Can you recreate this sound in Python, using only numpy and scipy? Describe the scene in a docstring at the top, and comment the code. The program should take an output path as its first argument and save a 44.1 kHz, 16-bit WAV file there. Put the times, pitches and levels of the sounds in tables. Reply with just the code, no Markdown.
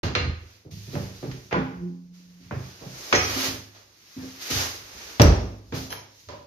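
"""Boots thud on the boards of a small wooden porch and a kick frees its door: pushed modes and noise tails.
A steel bar is unhooked, leant on the wall, where it hums as a wavering tone, and later clangs.
A nylon jacket rustles as swells of bright noise; soles rub the boards, murmuring in their low modes.
Hook, bar, latch and a hollow board ring as beating pairs of modes. Noise reflections form the room."""
import sys
import numpy as np
from scipy import signal
from scipy.io import wavfile

SR = 44100
rng = np.random.default_rng(int(sys.argv[2]) if len(sys.argv) > 2 else 0)


def waveform_to_disk(signal):
    """Save audio, clipped to [-1, 1], as 16-bit WAV at the path in sys.argv[1]."""
    frames = np.transpose(np.atleast_2d(signal))
    scaled = np.clip(frames, -1, 1) * 32767
    samples = np.round(scaled).astype(np.int16)
    wavfile.write(sys.argv[1], SR, samples)


N = 284886


def from_db(db):
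    """Gain of a level in dB."""
    return 10 ** (np.asarray(db) / 20)


def rms_one(x):
    """Scale to rms 1."""
    return x / np.sqrt(np.mean(x ** 2) + 1e-20)


def at_hz(points, hz):
    """Read a spectrum on a log-frequency axis."""
    point_hz, values = np.array(points)[:, 0], np.array(points)[:, 1]
    return np.interp(np.log(hz), np.log(point_hz), values)


def band(x, low_hz, high_hz):
    """Butterworth band-pass."""
    edges = [low_hz, min(high_hz, .45 * SR)]
    return signal.sosfilt(signal.butter(2, edges, "band", fs=SR, output="sos"), x)


def drift(rate_hz):
    """Slow chance of spread 1: noise through a two-pole low-pass, drawn at every 40th sample."""
    pole = np.exp(-2 * np.pi * rate_hz * 40 / SR)
    white = rng.standard_normal(N // 40 + 2002)
    slow = signal.lfilter([1], [1, -2 * pole, pole * pole], white)[2000:]   # settled part only
    return np.interp(np.arange(N) / 40, np.arange(len(slow)), rms_one(slow))


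def swell(full_s, db, rise, hold_s, fall):
    """Gain that climbs, holds and sinks again, at steady dB per second."""
    late = np.arange(N) / SR - full_s
    slopes_db = np.minimum(rise * late, fall * (hold_s - late))
    return from_db(np.clip(slopes_db, -150, 0) + db)


def ring(clicks, hz, t60):
    """A damped resonator: a unit click sets a sine of height 1 ringing."""
    radius, angle = from_db(-60 / (t60 * SR)), 2 * np.pi * hz / SR
    feedback = [1, -2 * radius * np.cos(angle), radius * radius]
    return signal.lfilter([0, np.sin(angle)], feedback, clicks + 1e-18)


def pushed(rows, modes, spread_octaves, build_cycles):
    """Each blow pushes the modes near its own pitch; they build up over a few cycles."""
    starts_s, levels_db, pitches_hz = np.array(rows)[:, :3].T
    at = np.round(starts_s * SR).astype(int)
    scatter_db = rng.normal(0, 3, (len(rows), len(modes)))
    out = np.zeros(N)
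    for k, (hz, mode_db, t60) in enumerate(modes):
        near = np.exp(-.5 * (np.log2(hz / pitches_hz) / spread_octaves) ** 2)
        push = np.zeros(N)
        push[at] = (-1) ** k * near * from_db(levels_db + mode_db + scatter_db[:, k])
        drive = ring(push, hz, build_cycles / hz) * hz / SR * 15 / build_cycles
        out += ring(drive, hz, t60)
    return out


def struck(hits, modes):
    """Each hit sets every mode ringing; rust and loose fit split each mode into a beating pair."""
    starts_s, hit_db = np.array(hits).T
    at = np.round(starts_s * SR).astype(int)
    out = np.zeros(N)
    for hz, mode_db, t60 in modes:
        for side in (-1, 1):
            clicks = np.zeros(N)
            clicks[at] = from_db(hit_db + mode_db - 4 + rng.normal(0, 3, len(at)))
            out += ring(clicks, hz + side * rng.uniform(3, 9), t60)
    return out


EDGES_HZ = 40 * 2 ** np.arange(0, 9.1, .5)   # half-octave band edges
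# likeness of left and right: (f/Hz, correlation)
STEREO_LIKENESS = [(60, 0.98), (200, 0.86), (400, 1), (800, -0.12), (1500, 0.17), (4000, -0.049),
                   (14000, -0.36)]


def stereo_bands(size, gain_of_band):
    """Half-octave bands of stereo noise, each with its own gain and likeness."""
    out, white = 0, rng.standard_normal((2, 2, size))
    for k, (low, high) in enumerate(zip(EDGES_HZ, EDGES_HZ[1:])):
        mid, side = band(white[k % 2], low, high)   # neighbouring bands use different noise
        hz = np.sqrt(low * high)
        alike = np.clip(at_hz(STEREO_LIKENESS, hz), -1, 1)
        stereo = np.sqrt(1 + alike) * mid + np.sqrt(1 - alike) * side * [[1], [-1]]
        out = out + gain_of_band(hz) * stereo
    return out


# decay time of the porch: (f/Hz, t60/s)
ROOM_DECAY = [(60, 0.43), (250, 0.62), (1000, 0.56), (3000, 0.54), (6000, 0.51), (14000, 0.21)]
DIRECT_DB = -13.5


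def porch(x):
    """Dense reflections die band by band, each band passing unit energy, behind a direct click."""
    t = np.arange(SR) / SR

    def decay(hz):
        t60 = at_hz(ROOM_DECAY, hz)
        return from_db(-60 * t / t60) * np.sqrt(np.log(1e3) / t60 / SR)
    tail = stereo_bands(SR, decay)
    tail[:, 0] += from_db(DIRECT_DB)
    return signal.fftconvolve(x[None], tail, axes=1)[:, :N]


RUMBLE_DB = -69


def rumble():
    """A faint rumble from outside: low band-passed noise."""
    return from_db(RUMBLE_DB) * rms_one(band(rng.standard_normal(N), 50, 380))


# soles rubbing on the boards: (peak t/s, level/dB, rise and fall/dB per s)
SOLE_RUBS = [(.0, -23, 270), (.25, -30, 115), (.86, -54.5, 100), (1.29, -44.5, 97), (1.782, -49, 131),
             (2.909, -54.5, 25), (3.34, -45, 110), (3.6, -65, 92), (4.34, -65, 34), (5.0, -53, 50),
             (5.42, -44, 120), (5.78, -44, 111), (5.92, -61.5, 181), (6.25, -68, 150), (6.42, -73, 57)]
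# low modes of air and boards: (f/Hz, level/dB, t60/s)
AIR_AND_BOARDS = [(57.4, -1, 0.43), (71, -7, 0.2), (81.9, -2.5, 0.45), (103.3, -2, 0.84), (130.2, -1, 0.32),
                  (157.8, 0, 0.21), (187.4, -10, 0.67), (209.7, -1.5, 0.099)]
# modes of the wooden panels: (f/Hz, level/dB, t60/s)
PANEL_MODES = [(263.5, 2, 0.42), (305.8, -6, 0.39), (344.4, -2, 0.17), (371, -3.5, 0.3), (433, 2, 0.034),
               (443.7, -5.5, 0.23), (493.5, -5, 0.26), (549, -7.5, 0.15), (579, -8.5, 0.35),
               (604, -10, 0.18), (679, -12, 0.19), (746, -5, 0.2), (807, -10.5, 0.68), (862.7, -1.5, 0.36),
               (1004, 0.5, 0.18), (1098, -13, 0.55), (1165, -6, 0.28), (1470, 6.5, 0.2)]


def shuffle():
    """Soles rubbing keep the low modes murmuring, 3 dB weaker per octave upwards."""
    rub = rng.standard_normal(N) * from_db(3 * drift(12))
    murmur = np.zeros(N)
    for hz, _, _ in AIR_AND_BOARDS[1:] + PANEL_MODES[:5]:
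        murmur += ring(rub, hz, 0.18) * from_db(-3.0 * np.log2(hz / 100))
    strokes = sum(swell(s, db, slope, 0, slope) for s, db, slope in SOLE_RUBS)
    return strokes * rms_one(murmur)


# blows on boards and door: (t/s, thud level/dB, thud centre f/Hz, settling weight level/dB,
# panel knock level/dB, tail level/dB near 500 Hz, tail tilt/dB per octave, woody body/dB, contact/s)
WOOD_BLOWS = [(.033, -22.5, 91, -24.5, -42.5, -34, 2.3, -4.5, 0.0059),
              (.151, -26, 88, -20, -27.5, -43, 4, 11.5, 0.0024),
              (.65, -44.5, 126, -48, -51.5, -49.5, -10, -15, 0.0078),
              (.72, -35.5, 130, -51, -60, -63, -2, -15, 0.0045),
              (.872, -37, 120, -57, -53, -46.5, -12, -20, 0.014),
              (.932, -33, 140, -34, -35.5, -36, -13, -20, 0.01),
              (.953, -27, 132, -41, -36, -39.5, -7.5, 11.5, 0.0021),
              (1.227, -31.5, 134, -32.5, -35, -39.5, -3, -4.5, 0.0052),
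              (1.313, -43.5, 124, -50.5, -53, -65.5, 6.5, 4.5, 0.0024),
              (1.51, -34, 187, -22, -86, -35.5, -3, 15, 0.012),
              (1.526, -27, 162, -29.5, -30.5, -32, -1.5, 0, 0.0021),
              (1.55, -26, 188, -34, -27, -35, -14, 8, 0.0066),
              (2.4, -54, 100, -47.5, -58, -77, 9, 0, 0.026),
              (2.51, -31.5, 115, -31, -45, -37, -10.5, 19, 0.003),
              (2.81, -42.5, 145, -38, -54.5, -39.5, -6, -6, 0.011),
              (3.126, -26.5, 97, -28.5, -17.5, -32, 0.8, 13.5, 0.0021),
              (3.469, -34, 107, -43.5, -55, -39.5, -7, -4, 0.013),
              (3.748, -87, 90, -70.5, -75.5, -53, 4, -13.5, 0.0067),
              (4.164, -36.5, 136, -46, -38, -46.5, -6.5, 15.5, 0.042),
              (4.499, -31.5, 93, -30, -37, -47, -8, 7, 0.0088),
              (5.197, -7.5, 89, -10, -16.5, -14, -0.13, -9, 0.0029),
              (5.205, -17, 155, -26, -48, -50.5, 1.5, .1, 0.00435),
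              (5.216, -12.5, 57.7, -9, -37, -49.5, 9, -23, 0.00093),
              (5.723, -29, 118, -32, -36, -35, -0.1, -6, 0.0057),
              (5.906, -46, 111, -52, -60, -45.5, 3.5, -7, 0.0055),
              (5.926, -62, 110, -65, -47.5, -49.5, 1.8, 2.3, 0.00088),
              (6.218, -55, 79, -48.5, -80, -85, 2, -3, 0.023),
              (6.287, -48, 95, -43, -51, -42.5, 2, -9.5, 0.0052)]
# colour shared by all tails: (f/Hz, level/dB, share of the woody body)
TAIL_COLOUR = [(484, 0.5, 0), (2000, 0.07, 0.97), (5440, -7, 0.27), (12000, -26, 0)]
HARD_S = .002   # a hard contact
CRACK_DB, CRACK_LOSS_DB = 11, 4   # crack above the tail at a hard contact; loss per doubling of contact
CRACK_S, BASS_NOISE_DB = 0.0022, -7.5   # life of the first crack; noise relative to the thud


def blow_tails(hz):
    """Level in one band of all blows: a short crack, then the dense ring of wood and walls dying away."""
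    power, t = np.zeros(N), np.arange(SR) / SR
    width = np.sqrt(hz * 0.25 / SR)   # bands carry power in step with their width
    ringing = from_db(-120 * t / at_hz(ROOM_DECAY, hz))   # decay of power
    tail_hz = TAIL_COLOUR[0][0]
    for s, thud_db, thud_hz, _, _, tail_db, tilt_db, body_db, contact in WOOD_BLOWS:
        spectrum = [(thud_hz, thud_db + BASS_NOISE_DB)]
        for point_hz, db, share in TAIL_COLOUR:
            tilted_db = tilt_db * np.log2(point_hz / tail_hz)
            spectrum.append((point_hz, tail_db + db + share * body_db + tilted_db))
        level_db = at_hz(spectrum, hz)
        crack_db = CRACK_DB - CRACK_LOSS_DB * np.log2(contact / HARD_S)
        crack = (from_db(2 * max(crack_db, 0)) - 1) * np.exp(-t / CRACK_S) * np.minimum(t * hz, 1)
        rise = (1 - np.exp(-t / max(contact, .0005))) ** 2
        at = round(s * SR)
        power[at:at + SR] += (from_db(2 * level_db) * (rise * ringing + crack))[:N - at]
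    return np.sqrt(power) / width / 4 * min(hz / 70, 1) ** 2


# weight settles twice after a blow: (delay t/s, level/dB)
WEIGHT_SETTLES = [(.043, 2.4), (.105, -7)]
# panels rattling on their own: (t/s, level/dB, centre f/Hz)
PANEL_RATTLES = [(1.52, -37, 770), (1.54, -30, 1130), (1.584, -36, 300), (1.89, -45, 263),
                 (2.19, -60.5, 294), (2.99, -53, 447), (3.17, -27.5, 350), (3.36, -34, 340),
                 (3.42, -38, 333), (4.23, -41.5, 360)]
KNOCK_HZ, KNOCK_SAG = 507, 0.26   # panel pitch of a hard contact; octaves lost per doubling of contact
THUD_SPREAD = 0.53   # octaves of modes excited


def blows():
    """Thudding and knocking modes below, dense decaying noise above; softer contacts knock lower."""
    knocked, settled = [], []
    for s, _, thud_hz, settle_db, knock_db, *_, contact in WOOD_BLOWS:
        knocked.append((s, knock_db, KNOCK_HZ * (contact / HARD_S) ** -KNOCK_SAG))
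        for later, change_db in WEIGHT_SETTLES:
            settled.append((s + later, settle_db + change_db, thud_hz))
    knocks = pushed(knocked + PANEL_RATTLES, PANEL_MODES, spread_octaves=0.49, build_cycles=3.3)
    thuds = pushed(WOOD_BLOWS, AIR_AND_BOARDS, THUD_SPREAD, build_cycles=20.0)
    thuds += pushed(settled, AIR_AND_BOARDS, spread_octaves=0.39, build_cycles=5.4)
    return thuds + knocks + from_db(-5) * porch(knocks) + stereo_bands(N, blow_tails)


# the hook leaves its eye: (t/s, level/dB)
HOOK_CLINKS = [(.036, -57), (.151, -45)]
# modes of the hook: (f/Hz, level/dB, t60/s)
HOOK_MODES = [(1236, 12.5, 0.18), (1590, 0, 0.2), (1710, -1, 0.11), (2110, 0, 0.08), (2570, -1, 0.27),
              (2780, 7.5, 0.21), (4040, 15.5, 0.048), (4170, 12.5, 0.079), (4280, -8, 0.28)]


def hook():
    """The hook clinks out of its eye, ringing in its metal modes."""
    return struck(HOOK_CLINKS, HOOK_MODES)


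# strokes of the jacket: (full at t/s, treble level/dB, rise/dB per s, hold/s, fall/dB per s,
# loss/dB per octave below 4 kHz)
JACKET_STROKES = [(.05, -56.5, 98, 0.011, 300, -7), (.1, -73, 300, .01, 28, 0),
                  (0.522, -67, 55, .005, 76, -0.5), (0.712, -60.5, 2498, 0.19, 98, 4),
                  (0.941, -56, 198, 0.098, 92, -1), (1.156, -61.5, 100, 0.13, 24.5, 2),
                  (2.145, -68.5, 701, .005, 30, 1.5), (2.662, -60.5, 54, .005, 45, -0.5),
                  (3.016, -54, 100, 0.14, 102, 24), (3.21, -55.5, 68, .15, 113.5, -6),
                  (3.448, -37, 41, 0.014, 130.5, -0.5), (3.768, -67, 50, 0.0059, 56, -1),
                  (4.243, -58, 42, 0.066, 60, 0.6), (4.42, -47.5, 450, 0.056, 200, 2),
                  (4.509, -38, 800, 0.061, 108, 1.5), (4.604, -37.5, 102, .005, 94.5, -1.24),
                  (4.989, -54.5, 51, 0.15, 42, -1.5), (5.748, -49.5, 1009, 0.03, 107, 0.5),
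                  (5.812, -53.5, 145, 0.0067, 118, 11), (5.903, -75, 101.5, .005, 68, -8),
                  (6.204, -64.5, 72, 0.0043, 40.5, 5)]
# colour of the cloth: (f/Hz, level/dB)
CLOTH_COLOUR = [(60, -14), (150, -3.5), (350, 12), (700, 10), (1500, 11.5), (3000, 13), (4500, 14),
                (6000, 16), (9000, 12), (13000, 22), (16000, -7)]


def rustle(patchy_db):
    """Cloth sliding on cloth: smooth bright noise that flickers a little in every band."""
    powers = np.array([swell(*stroke[:5])[::64] ** 2 for stroke in JACKET_STROKES])   # every 64th sample
    loss_db = np.array(JACKET_STROKES)[:, 5]
    together = drift(26)

    def gain(hz):
        octaves_below = np.clip(np.log2(4000 / hz), 0, 3)
        colours = from_db(-2 * loss_db * octaves_below)   # power of each stroke in this band
        level = np.repeat(np.sqrt(colours @ powers), 64)[:N]
        flicker_db = patchy_db * (together + drift(3.1))
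        return level * from_db(at_hz(CLOTH_COLOUR, hz) + flicker_db)
    return stereo_bands(N, gain)


# swells of the hum: (multiple of the pitch, level/dB, rise/dB per s, fall/dB per s)
HUM_SWELLS = [(1, -30, 139, 117), (1, -50, 64, 4.5), (2, -37.5, 170, 204)]
HUM_HZ, HUM_PEAK_S, HUM_END_S = 177, 1.853, 2.7   # the leaning bar hums against the wall panel


def hum():
    """A tone with its octave, swelling and wavering as the bar settles on the panel."""
    t = np.arange(N) / SR
    phase = 2 * np.pi * np.cumsum(HUM_HZ + 1.6 * drift(26)) / SR
    tone = np.zeros(N)
    for multiple, db, rise, fall in HUM_SWELLS:
        tone += swell(HUM_PEAK_S, db, rise, 0.0098, fall) * np.sin(multiple * phase)
    fade = np.clip((HUM_END_S - t) / 0.017, 0, 1)
    return fade * from_db(1.37 * drift(34)) * np.sqrt(2) * tone


# steel bar struck: (t/s, level/dB)
BAR_CLANGS = [(3.127, -27.5), (3.15, -25.5), (3.232, -57)]
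# modes of the bar: (f/Hz, level/dB, t60/s)
BAR_MODES = [(748, -10, .3), (1281, -6, .3), (1947, -8, .15), (2090, -2, .04), (2223, -4, .07),
             (2484, -5, .4), (3208, -9, .4), (4140, -10, .35), (4899, -7, .45), (5507, -3, .3),
             (5846, -4, .3), (6352, -7, .2), (6800, -4, .1)]


def bar():
    """The struck steel bar clangs in its own modes."""
    return struck(BAR_CLANGS, BAR_MODES)


# the latch snaps against its staple: (t/s, level/dB)
STAPLE_SNAPS = [(5.218, -16.5), (5.2195, -26.5), (5.222, -22), (5.225, -47)]
# modes of the staple: (f/Hz, level/dB, t60/s)
STAPLE_MODES = [(2900, -6, .006), (5650, -6, .03), (5850, -3, .03), (8600, 8, .003), (11000, 12, .0025),
                (13600, 15, .0025)]
SNAP_DB, SNAP_ROOM_DB = 4, 0   # close by: direct and reflected gain


def snap():
    """The latch snaps against its staple in very short bright modes, heard direct and reflected."""
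    click = struck(STAPLE_SNAPS, STAPLE_MODES)
    return from_db(SNAP_DB) * click + from_db(SNAP_ROOM_DB) * porch(click)


# loose latch clinks: (t/s, level/dB)
LATCH_CLINKS = [(5.904, -40.5), (5.913, -44), (5.922, -37.5), (5.931, -47.5)]
# modes of the latch: (f/Hz, level/dB, t60/s)
LATCH_MODES = [(966, -5, 0.092), (1670, -16, 0.082), (2300, -8.5, 0.063), (3120, -15, 0.098),
               (3260, -7, 0.11), (4130, -9, 0.037), (5400, -5, .07), (6220, -2.5, 0.033), (9921, -5, .06),
               (10880, -4, .12), (11040, 12, 0.14), (12100, 6, 0.034)]


def latch():
    """The loose latch clinks in its metal modes."""
    return struck(LATCH_CLINKS, LATCH_MODES)


# the door meets a hollow board: (t/s, level/dB)
BOARD_HITS = [(6.291, -45.5), (6.335, -46)]
# modes of the hollow board: (f/Hz, level/dB, t60/s)
BOARD_MODES = [(568, -13, 0.24), (584, 3.5, 0.3), (612, -11.5, 0.16), (954, -5, 0.2), (994, -2.5, 0.24),
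               (1050, -15, 0.34)]


def door_stop():
    """The door sets a hollow board ringing in two clusters of close modes."""
    return struck(BOARD_HITS, BOARD_MODES)


# the microphones swing about: (t/s, left minus right level/dB)
MIC_SWING = [(0.05, -2.0), (3.94, -2), (4.07, -0.5), (5.07, -2.5), (5.23, -1), (6.46, -2)]
RIGHT_LAG = 13   # samples
METAL_ROOM_DB = 3.5   # reflected gain of the ringing parts


def scene():
    """All the sources in the porch over a faint rumble from outside."""
    ringing = hook() + bar() + latch() + door_stop()
    struck_sounds = blows() + ringing + from_db(METAL_ROOM_DB) * porch(ringing) + snap()
    left, right = struck_sounds + hum() + rustle(patchy_db=0.5) + shuffle() + rumble()
    right = np.concatenate([np.zeros(RIGHT_LAG), right[:-RIGHT_LAG]])   # the door is nearer the left port
    swing_s, swing_db = np.transpose(MIC_SWING)
    pan_db = np.interp(np.arange(N) / SR, swing_s, swing_db)
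    return np.array([left * from_db(pan_db / 2), right * from_db(-pan_db / 2)])


START_S, CUTOFF_HZ = .032, 16250   # silent until the start; top cut


def record(dry):
    """The small microphones drop steeply above their port resonance; peaks are rounded, the top is cut."""
    low = signal.sosfilt(signal.cheby1(6, 1.5, 6600, fs=SR, output="sos"), dry)
    top = signal.sosfilt(signal.butter(4, 8200, "high", fs=SR, output="sos"), dry)
    both = low + from_db(-17.5) * top
    heard = signal.sosfilt(signal.butter(5, 42, "high", fs=SR, output="sos"), both)
    started = np.arange(N) / SR > START_S
    rounded = 0.93 * np.tanh(heard / 0.82) * started
    return signal.sosfilt(signal.cheby2(14, 70, CUTOFF_HZ, fs=SR, output="sos"), rounded)


dry = scene()
out = record(dry)
waveform_to_disk(out)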